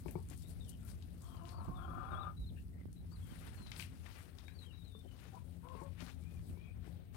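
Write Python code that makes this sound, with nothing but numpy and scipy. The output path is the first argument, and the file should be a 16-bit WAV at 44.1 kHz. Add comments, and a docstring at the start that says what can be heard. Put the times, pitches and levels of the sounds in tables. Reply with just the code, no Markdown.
"""A farm shed: a hen gives one long hoarse call and a few clucks, syrinx pulses and breath ringing in
her throat. Small birds chirp in bending notes and a motor hums far off. Close by, cloth and straw rustle
and tick, and something hollow is knocked. A hand covers the right microphone, so that side hears mostly
bass, bumps and finger taps."""
import sys
import numpy as np
from scipy import signal
from scipy.fft import rfft, irfft
from scipy.io import wavfile
from scipy.ndimage import uniform_filter1d

SR = 44100
rng = np.random.default_rng(int(sys.argv[2]) if len(sys.argv) > 2 else 0)


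def to_wav(s):
    """Save 16-bit WAV."""
    ch = np.atleast_2d(s).T  # columns
    pcm = np.round(np.clip(ch, -1, 1) * 32767)  # PCM
    wavfile.write(sys.argv[1], SR, pcm.astype(np.int16))


N = 315756


def gain_of(db):
    """Decibels to amplitude factor."""
    return 10 ** (np.asarray(db) / 20)


def unit_rms(x):
    """Scales to rms 1."""
    return x / np.sqrt(np.mean(x ** 2) + 1e-20)


def colour(x, curve):
    """EQ through points of (frequency [Hz], gain [dB])."""
    points_hz, db = np.transpose(curve)
    hz = np.fft.rfftfreq(len(x), 1 / SR)
    eq_db = np.interp(np.log(hz + 1), np.log(points_hz + 1), db, db[0] - 42)
    return irfft(rfft(x) * gain_of(eq_db), len(x))


def automation(rows, whole=False):
    """One curve per column after the time, over the rows' own span or the whole scene."""
    times, *columns = np.transpose(rows)
    t = np.arange(N) / SR if whole else np.arange(times[0], times[-1], 1 / SR)
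    return [np.interp(t, times, column) for column in columns]


def add(mix, start, sound):
    """Mixes a sound in at start seconds."""
    part = mix[round(start * SR):][:len(sound)]
    part += sound[:len(part)]


def resonate(x, hz, width):
    """Two resonances in series; each shifts hz down to zero, smooths and shifts back, so hz can glide."""
    carrier = np.exp(2j * np.pi * np.cumsum(hz * np.ones(len(x))) / SR)
    pole = np.exp(-np.pi * width / SR)
    for _ in range(2):
        x = 2 * (carrier * signal.lfilter([1 - pole], [1, -pole], x / carrier + 1e-18)).real
    return x


def wander(samples, seconds):
    """Random drift of rms 1, smoothed over the given time."""
    size = int(seconds * SR) + 1
    return unit_rms(uniform_filter1d(uniform_filter1d(rng.standard_normal(samples), size), size))


def patchy(x, depth_db):
    """Random patches of the spectrum briefly come forward or drop back."""
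    spectrum = signal.stft(x, nperseg=256)[2]
    patches = rng.standard_normal(spectrum.shape)
    for axis in (0, 1, 0, 1):
        patches = uniform_filter1d(patches, size=9, axis=axis)
    return signal.istft(spectrum * gain_of(depth_db * unit_rms(patches)), nperseg=256)[1][:N]


def hen_voice(effort_db, hz, strain, beak, neck):
    """Syrinx pulses through the throat; strain makes them unsteady and drowns them in puffs of air."""
    # throat resonances with the beak open: (centre [Hz], width [Hz], gain [dB])
    formants = [(396, 73, -14), (618, 98, -11.5), (798, 99, -6.5), (1052, 75, -6.5), (1229, 49, 0.5),
                (1333, 113, -5.5)]
    # upper rasp, and airy resonance behind the beak: each (centre [Hz], width [Hz], gain [dB])
    rasp = (2130, 810, -31)
    breath = (1245, 220, -0.87)
    n = len(hz)
    cycles = np.cumsum(hz * (1 + (.007 + .022 * strain) * wander(n, .008))) / SR
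    pulses = unit_rms(sum(np.cos(2 * np.pi * k * cycles) for k in range(1, 9)))
    puffs = unit_rms((0.14 + np.exp(-(cycles % 1) / 0.11)) * rng.standard_normal(n))
    drive = ((1 - strain) ** 1.2 * pulses + 1.6 * strain * puffs) * gain_of(3.5 * wander(n, .007))
    tremble = 1 + .011 * wander(n, .03)
    voice = 0
    for centre, width, db in formants:
        tuning = neck if centre < 900 else beak  # the neck moves the low resonances, the beak the rest
        voice += gain_of(db) * resonate(drive, centre * tremble * tuning, width)
    voice += strain * gain_of(rasp[2]) * resonate(drive, *rasp[:2])
    voice += strain ** 2 * gain_of(breath[2]) * resonate(puffs, *breath[:2])
    voice /= np.sqrt(uniform_filter1d(voice ** 2, size=1600) + 1e-12)  # levelled, so effort sets loudness
    return gain_of(effort_db) * voice * signal.windows.tukey(n, .05)


def long_call():
    """The hoarse call: the voice breaks as the beak snaps open, then the neck slowly stretches."""
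    # the call's phrasing: (time [s], effort [dB], pitch [Hz], strain [0-1])
    phrase = [(1.2, -69.5, 340, 0.48), (1.3, -63, 338.2, 0.67), (1.37, -63.5, 335.5, 0.75),
              (1.445, -55, 338.9, 0.36), (1.5, -63, 351.6, 0.61), (1.545, -55, 350, 0.78),
              (1.57, -61, 346.2, 0.8), (1.6, -52.5, 349, 1), (1.64, -57, 347.7, 0.67),
              (1.765, -55.5, 363, 0.63), (1.79, -52, 344, 0.59), (1.87, -52.5, 345.3, 0.66),
              (2.03, -47.5, 348, 0.93), (2.09, -52.5, 346.4, 0.93), (2.125, -45.5, 348, 0.8),
              (2.185, -44.5, 348, 0.67), (2.225, -51.5, 349.5, 0.7), (2.27, -44.5, 349.6, 0.93),
              (2.3, -52.5, 343.6, 0.99), (2.325, -78, 346.6, 0.87)]
    start, tuning_before = phrase[0][0], .863
    effort_db, hz, strain = automation(phrase)
    t = start + np.arange(len(hz)) / SR

    def opening(at_s, glide_s):
        return tuning_before + (1 - tuning_before) * (1 + np.tanh((t - at_s) / glide_s)) / 2

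    beak, neck = opening(at_s=1.785, glide_s=.002), opening(at_s=1.96, glide_s=.35)
    return start, hen_voice(effort_db, hz, strain, beak, neck)


def drawl():
    """A drawn-out cluck that ends as the beak shuts."""
    # its phrasing: (time [s], effort [dB], pitch [Hz], strain [0-1], beak opening [x resonances])
    phrase = [(5.625, -69, 479.5, 0.44, 0.85), (5.655, -54.5, 487.5, 0.3, 0.83),
              (5.675, -57, 510.4, 0.53, 0.87), (5.695, -58.5, 532.4, 0.2, 0.81),
              (5.73, -51, 502, 0.45, 0.78), (5.76, -58, 531.6, 0.36, 0.74), (5.812, -57, 528, 0.36, 0.81),
              (5.822, -52.5, 553, 0, 0.72), (5.87, -57, 552, 0.26, 0.75), (5.91, -71, 546, 0.1, 0.69)]
    effort_db, hz, strain, beak = automation(phrase)
    return phrase[0][0], hen_voice(effort_db, hz, strain, beak, neck=beak)


def clucks():
    """Short clucks: effort peaks once while the pitch slides."""
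    # clucks: (start [s], length [s], effort [dB], start pitch [Hz], end pitch [Hz], strain [0-1],
    # beak opening [x resonances])
    notes = [(5.322, 0.039, -54.5, 378, 392, 0.46, 0.634), (5.338, 0.06, -56, 504.5, 478, 0.6, 0.797)]
    for start, length, db, start_hz, end_hz, strain, beak in notes:
        swell = [(start, db - 8.5), (start + 0.68 * length, db), (start + length, db - 27)]
        effort_db, = automation(swell)
        hz = np.linspace(start_hz, end_hz, len(effort_db))
        yield start, hen_voice(effort_db, hz, strain, beak, neck=beak)


def knocks():
    """Each blow rings the modes of a hollow body, retuned from hit to hit."""
    # blows: (time [s], level [dB], tuning [x mode frequencies])
    blows = [(0.059, -31.5, 1.02), (0.087, -35.5, 0.72), (0.154, -27, 1.014), (0.31, -41.5, 0.84),
             (2.27, -45, 1.1), (4.949, -44.5, 1.25), (5.749, -39.5, 1.22), (5.814, -37, 0.975),
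             (6.005, -43, 0.67), (6.022, -37, 0.71), (6.572, -46, 1.094), (6.875, -40.5, 0.9)]
    # modes of the body: (frequency [Hz], level [dB], T60 [s])
    modes = [(157.3, 5.5, 0.079), (347, 9, 0.047), (561, -16, 0.082), (885, 4, 0.023), (1084, -16, 0.11),
             (2220, -14, 0.029)]
    out, t = np.zeros(N), np.arange(6000) / SR
    attack = np.sin(np.pi / 2 * np.minimum(t / 0.0019, 1)) ** 2
    for start, db, tuning in blows:
        ring = sum(gain_of(mode_db - 60 * t / t60) * np.sin(2 * np.pi * hz * tuning * t)
                   for hz, mode_db, t60 in modes)
        add(out, start, gain_of(db) * ring / abs(ring).max() * attack)
    return out


def ticks():
    """Cloth and straw snap: scratchy noise bursts, each around its own pitch, with a short tail."""
    # snaps: (time [s], level [dB], centre [Hz])
    snaps = [(0.0824, -44.5, 2200), (0.1096, -42.5, 11600), (0.287, -47.5, 8500), (0.2992, -45, 8060),
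             (0.376, -46, 8950), (0.4204, -53, 6740), (0.4833, -48, 10300), (0.6474, -54, 3800),
             (0.693, -46, 6070), (0.849, -47, 12700), (.8977, -54, 8800), (1.024, -50, 3700),
             (1.2205, -51, 8400), (1.3682, -56, 4000), (1.453, -47.5, 2740), (1.491, -44.5, 4000),
             (2.9286, -51.5, 9100), (3.669, -47.5, 3700), (3.717, -37, 2720), (3.7613, -47, 4200),
             (3.7642, -39, 2470), (3.795, -40, 5040), (3.7968, -33, 2330), (3.8052, -38.5, 2500),
             (3.8245, -35.5, 2440), (3.8398, -44.5, 2150), (4.0632, -43.5, 2000), (4.385, -47, 4000),
             (4.4807, -45, 1770), (5.686, -51.5, 2880), (6.0055, -40, 3930), (6.064, -48, 3100),
             (6.096, -49.5, 1280)]
    out, t = np.zeros(N), np.arange(2500) / SR
    envelope = (gain_of(-60 * t / 0.014) + 0.1 * gain_of(-60 * t / 0.13)) * np.minimum(t / 0.0005, 1)
    for start, db, hz in snaps:
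        snap = resonate(rng.standard_normal(len(t)) * envelope, hz, width=900 + 0.45 * hz)
        add(out, start, gain_of(db) * snap / abs(snap).max())
    return out


def stirring():
    """Gain curves of cloth and straw: a bed, plus single movements that swell and fade."""
    # continuous rustle: (time [s], cloth level [dB], straw level [dB])
    bed = [(0, -70, -74.5), (1.5, -75, -75.5), (2.2, -76.5, -82), (2.9, -79, -81), (3.5, -69, -66),
           (4.3, -75, -71.5), (5.1, -76, -77.5), (6.4, -74, -72.5), (7.16, -96, -79)]
    # movements: (loudest moment [s], length [s], cloth level [dB], straw level [dB])
    strokes = [(.005, 0.056, -64, -70), (0.085, 0.063, -62, -80), (0.322, 0.09, -68, -62),
               (0.403, 0.1, -61, -95), (0.502, 0.073, -60.5, -69.5), (0.698, 0.041, -56, -87),
               (0.891, 0.13, -60.5, -65.5), (1.28, 0.22, -68, -97), (1.491, 0.13, -66, -61),
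               (1.649, 0.091, -68.5, -77), (2.594, 0.18, -75.5, -89), (3.377, 0.55, -66, -63),
               (3.75, .1, -75, -63), (3.808, 0.12, -52, -59), (4.14, 0.32, -65.5, -59.5),
               (4.4, 0.13, -72, -64.5), (4.633, 0.092, -73, -66.5), (5.24, 0.33, -75, -64),
               (5.793, 0.2, -70, -66.5), (6.019, 0.095, -62, -52), (6.084, 0.15, -67.5, -58),
               (6.488, 0.18, -69, -85), (6.878, 0.21, -72.5, -71.5), (7.155, 0.061, -65.5, -59)]
    rise_share, roundness = 0.48, 1.56  # roundness 1 is a pointed top, 2 a rounded one
    gains, t = gain_of(automation(bed, whole=True)), np.arange(N) / SR
    for peak, length, *levels_db in strokes:
        start = peak - rise_share * length
        off_peak = np.interp(t, [start, peak, start + length], [0.95, 0, 0.87], np.inf, np.inf)
        swell = gain_of(-18 * off_peak ** roundness)
        gains = np.hypot(gains, gain_of(levels_db)[:, None] * swell)
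    return gains


def rustle():
    """Friction noise of cloth and straw, roughened by tiny scratching grains."""
    # spectra of crisp cloth and duller straw: (frequency [Hz], level [dB])
    cloth_eq = [(2500, -14), (4500, -2.5), (6500, -7.5), (9000, 1), (12000, -2.5), (16000, -10)]
    straw_eq = [(300, -6.5), (700, -4), (1500, -3), (2500, -5.5), (4500, -12.5), (7000, -17.5),
                (12000, -67)]
    grains_per_s, grain_decay_s = 250, 0.0015
    out = np.zeros(N)
    for eq, gain in zip((cloth_eq, straw_eq), stirring()):
        strength = gain_of(5 * np.minimum(rng.exponential(1, N), 4))
        grains = strength * (rng.random(N) < grains_per_s / SR)
        crackle = signal.lfilter([1], [1, -np.exp(-1 / (grain_decay_s * SR))], grains)
        friction = (1 + 0.33 * unit_rms(crackle)) * rng.standard_normal(N)
        friction *= gain_of(1.24 * wander(N, 0.022))
        out += gain * unit_rms(patchy(colour(friction, eq), depth_db=2.2))
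    return out


def hand_bumps():
    """Dull pushes of air under the hand: low-passed noise that swells and dies."""
    # pushes: (crest time [s], level [dB], brightness [Hz])
    pushes = [(1.689, -36, 235), (1.979, -42.5, 261.5), (2.121, -42.5, 199), (2.411, -39, 119.7),
              (3.321, -44, 243), (3.601, -48, 235), (6.38, -44.5, 150), (6.499, -43, 211),
              (6.771, -49, 202)]
    out, t = np.zeros(N), np.arange(8000) / SR
    for crest, db, hz in pushes:
        eq = [(35, -10), (60, 0), (hz, -8), (2.56 * hz, -32), (8 * hz, -60)]
        air = unit_rms(colour(rng.standard_normal(len(t)), eq))
        rise = 2.7 / hz  # brighter bumps are quicker
        add(out, crest - rise, gain_of(db) * air * (t / rise) * np.exp(1 - t / rise))
    return out


def finger_taps():
    """A finger taps by the right microphone: short thuds with a hard attack."""
    # taps: (time [s], level [dB])
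    thuds = [(2.813, -39), (2.856, -30.5), (2.886, -42)]
    thud_hz, t60_s = 231, 0.017
    out, t = np.zeros(N), np.arange(3000) / SR
    for start, db in thuds:
        add(out, start, -gain_of(db - 60 * t / t60_s) * np.sin(2 * np.pi * thud_hz * t))
    return out


def chirps_and_cluck_overtones():
    """Each note is a trembling sine on one pitch bend; hoarse ones blur into a band of noise."""
    # bird chirps, plus the hoarse overtones of one short hen cluck near 2.57 s:
    # (start [s], length [s], level [dB], hoarseness [0 pure, about 1 all noise],
    # start pitch [Hz], middle pitch [Hz], end pitch [Hz])
    notes = [(0.42, 0.081, -70, 0.7, 3430, 3830, 4250), (0.589, 0.11, -63.5, 0.42, 3880, 3466, 2720),
             (0.701, 0.06, -64.5, 0.9, 2870, 3050, 2950), (0.826, 0.037, -65, 0.2, 1360, 1420, 1350),
             (1.203, 0.27, -72, 0.77, 3340, 3180, 2660), (1.491, 0.15, -69.5, 0.7, 4000, 4530, 3540),
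             (1.733, 0.14, -64.5, 0.65, 3740, 3360, 3210), (1.85, .26, -72.5, 0.27, 3370, 3345, 3400),
             (2.102, 0.046, -65, 0.36, 3590, 3704, 3250), (2.142, 0.051, -63, 0, 3340, 3365, 3535),
             (2.182, 0.063, -63, 0.01, 3388, 3860, 3220), (2.363, 0.043, -68, 0.06, 3750, 4000, 3860),
             (2.397, 0.063, -65, 0.17, 3970, 3870, 3580), (2.453, 0.057, -67.5, 0.02, 3690, 4040, 2710),
             (2.57, 0.024, -65, 1.07, 1770, 1680, 1600), (2.558, 0.067, -70.5, 1.1, 2680, 2660, 2840),
             (2.722, 0.12, -73, 0.85, 1966, 1990, 2020), (2.954, 0.074, -73.5, 0.6, 4000, 3950, 4010),
             (3.133, 0.12, -77, 0.6, 1990, 2100, 2220), (3.115, 0.052, -66, 1.02, 1040, 1050, 1050),
             (3.105, 0.069, -67.5, 0.03, 4200, 4660, 3600), (3.187, 0.18, -72.5, 0.68, 3430, 3180, 2980),
             (3.549, 0.19, -65.5, 0.12, 4360, 4100, 3805), (4.438, 0.125, -68.5, 0.2, 3700, 3860, 4220),
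             (4.541, 0.069, -70, 0.2, 4620, 4480, 4330), (4.58, 0.066, -58, 0.61, 4260, 3980, 3800),
             (4.631, 0.1, -61, 0.38, 3250, 3090, 2605), (4.705, 0.15, -69.5, 0.07, 3700, 3870, 3630),
             (4.842, 0.045, -66, 0.07, 4240, 4000, 3750), (4.868, 0.18, -63.5, 0.23, 3825, 3586, 3635),
             (5.015, 0.15, -68.5, 0.54, 3270, 3026, 2970), (6.187, 0.25, -73.5, 0.17, 2076, 2476, 2200),
             (6.545, 0.2, -67.5, 0.25, 2150, 2480, 2380), (6.625, 0.095, -68, 0.3, 2336, 2300, 2320),
             (6.619, 0.076, -78, 0, 3270, 3290, 3270)]
    out = np.zeros(N)
    for start, length, db, hoarse, start_hz, middle_hz, end_hz in notes:
        n = round(length * SR)
        u = np.linspace(-1, 1, n)
        hz = middle_hz + (end_hz - start_hz) / 2 * u + ((start_hz + end_hz) / 2 - middle_hz) * u ** 2
        cycles = np.cumsum(hz * (1 + (.006 + .02 * hoarse) * wander(n, .003))) / SR
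        hoarse = min(hoarse, 1)
        blur = unit_rms(resonate(rng.standard_normal(n), hz, width=70 + 300 * hoarse ** 2))
        voice = (1 - hoarse) * np.sqrt(2) * np.sin(2 * np.pi * cycles) + hoarse * blur
        add(out, start, gain_of(db + 4 * wander(n, .009)) * voice * signal.windows.tukey(n, .4))
    return out


def motor():
    """A far motor: wavering shaft orders in a lumpy rumble, partly alike at both microphones."""
    # shaft orders: (centre [Hz], width [Hz], relative level [dB])
    orders = [(86.1, 11.5, -8.5), (170.9, 12.5, -10), (259.5, 14.5, -20)]
    # rumble spectrum: (frequency [Hz], level [dB])
    rumble_eq = [(25, -28), (40, -7), (60, 1), (90, 2.5), (140, -8), (200, -11), (280, -19), (420, -30),
                 (700, -70)]
    # level and pan of the motor: (time [s], level [dB], left over right [dB])
    fader = [(0, -47, 3.7), (1.3, -50, 6), (1.75, -45.5, 2), (2.45, -47.5, 0.56), (3.3, -49.5, 2.2),
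             (3.9, -49.5, 4), (4.2, -55.5, 9.7), (6.2, -54.5, 16.2), (6.48, -48.5, 8.3), (6.65, -53, 13.2),
             (7.16, -52.5, 10.5)]
    level_db, pan_db = automation(fader, whole=True)
    correlation = 0.4
    left, right = rng.standard_normal((2, N))
    right = correlation * left + np.sqrt(1 - correlation ** 2) * right
    out = []
    for noise, side, rumble_db in ((left, .5, 0.9), (right, -.5, 5.1)):
        hum = sum(gain_of(db) * unit_rms(resonate(noise, hz, width)) for hz, width, db in orders)
        rumble = gain_of(rumble_db) * unit_rms(colour(noise, rumble_eq))
        out.append(unit_rms(hum + rumble) * gain_of(level_db + side * pan_db))
    return np.array(out)


def yard():
    """Faint outdoor ambience: noise that shifts in colour and level."""
    # ambience spectrum: (frequency [Hz], level [dB])
    yard_eq = [(200, -3.5), (300, 4.5), (500, -0.5), (800, -7), (1000, -20), (3900, -19.5), (4800, -34),
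               (7700, -38), (8400, -17.5), (11000, -35.5), (15800, -22.5)]
    air = patchy(colour(rng.standard_normal(N), yard_eq), depth_db=2.45)
    return unit_rms(air) * gain_of(-68.5 + 2.2 * wander(N, .07))


def hiss():
    """Steady hiss of the right microphone."""
    # hiss spectrum: (frequency [Hz], level [dB])
    hiss_eq = [(300, -12), (700, -8.5), (1500, -13.5), (4000, -18.5), (7500, -29), (11000, -18.5),
               (14000, -14), (16000, -17.5)]
    return gain_of(-77) * unit_rms(colour(rng.standard_normal(N), hiss_eq))


def shed_echo(x, wet_db, t60_s):
    """Reflections in the shed: sparse echoes of random sign dying away."""
    impulse = np.zeros(SR // 2)
    delays = np.arange(300, len(impulse) - 20, 20)
    delays += rng.integers(0, 20, len(delays))
    impulse[delays] = rng.choice([-1., 1.], len(delays)) * gain_of(-60 * delays / SR / t60_s)
    return gain_of(wet_db) * signal.oaconvolve(x, impulse / np.linalg.norm(impulse))[:N]


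def scene():
    """The left microphone is open, the right muffled by the hand; the motor's bass reaches both."""
    # muffling by the hand: (frequency [Hz], gain [dB])
    cover_eq = [(60, -5), (200, -10.5), (400, -32), (900, -32), (1300, -24.5), (1600, -37), (4000, -81),
                (16000, -24)]
    hen = np.zeros(N)
    for start, voice in (long_call(), drawl(), *clucks()):
        add(hen, start, voice)
    birds, hits, ambience = chirps_and_cluck_overtones(), ticks() + knocks(), yard()
    left = gain_of(-3) * birds + shed_echo(birds, wet_db=-10, t60_s=0.17)
    left += hen + shed_echo(hen, wet_db=-6, t60_s=0.18)
    left += hits + shed_echo(hits, wet_db=-5.5, t60_s=0.2)
    left += rustle() + ambience
    left *= gain_of(3)  # lift of the uncovered side
    hand = hand_bumps() + finger_taps()
    right = colour(np.roll(left, 30), cover_eq) + hand + hiss()
    left += colour(hand, [(30, -2), (80, -7.5), (300, -40)])  # only the hand's low end bleeds across
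    return np.array([left, right]) + motor()


def record(dry):
    """The microphones drop the deepest bass; the recorder cuts the very top."""
    low_cut_hz, high_cut_hz = 38, 15900
    thinned = signal.sosfilt(signal.butter(4, low_cut_hz, "high", fs=SR, output="sos"), dry)
    lowpass = signal.firwin(1023, high_cut_hz, window=("kaiser", 9), fs=SR)
    return signal.oaconvolve(thinned, lowpass[None], "same")


dry = scene()
out = record(dry)
to_wav(out)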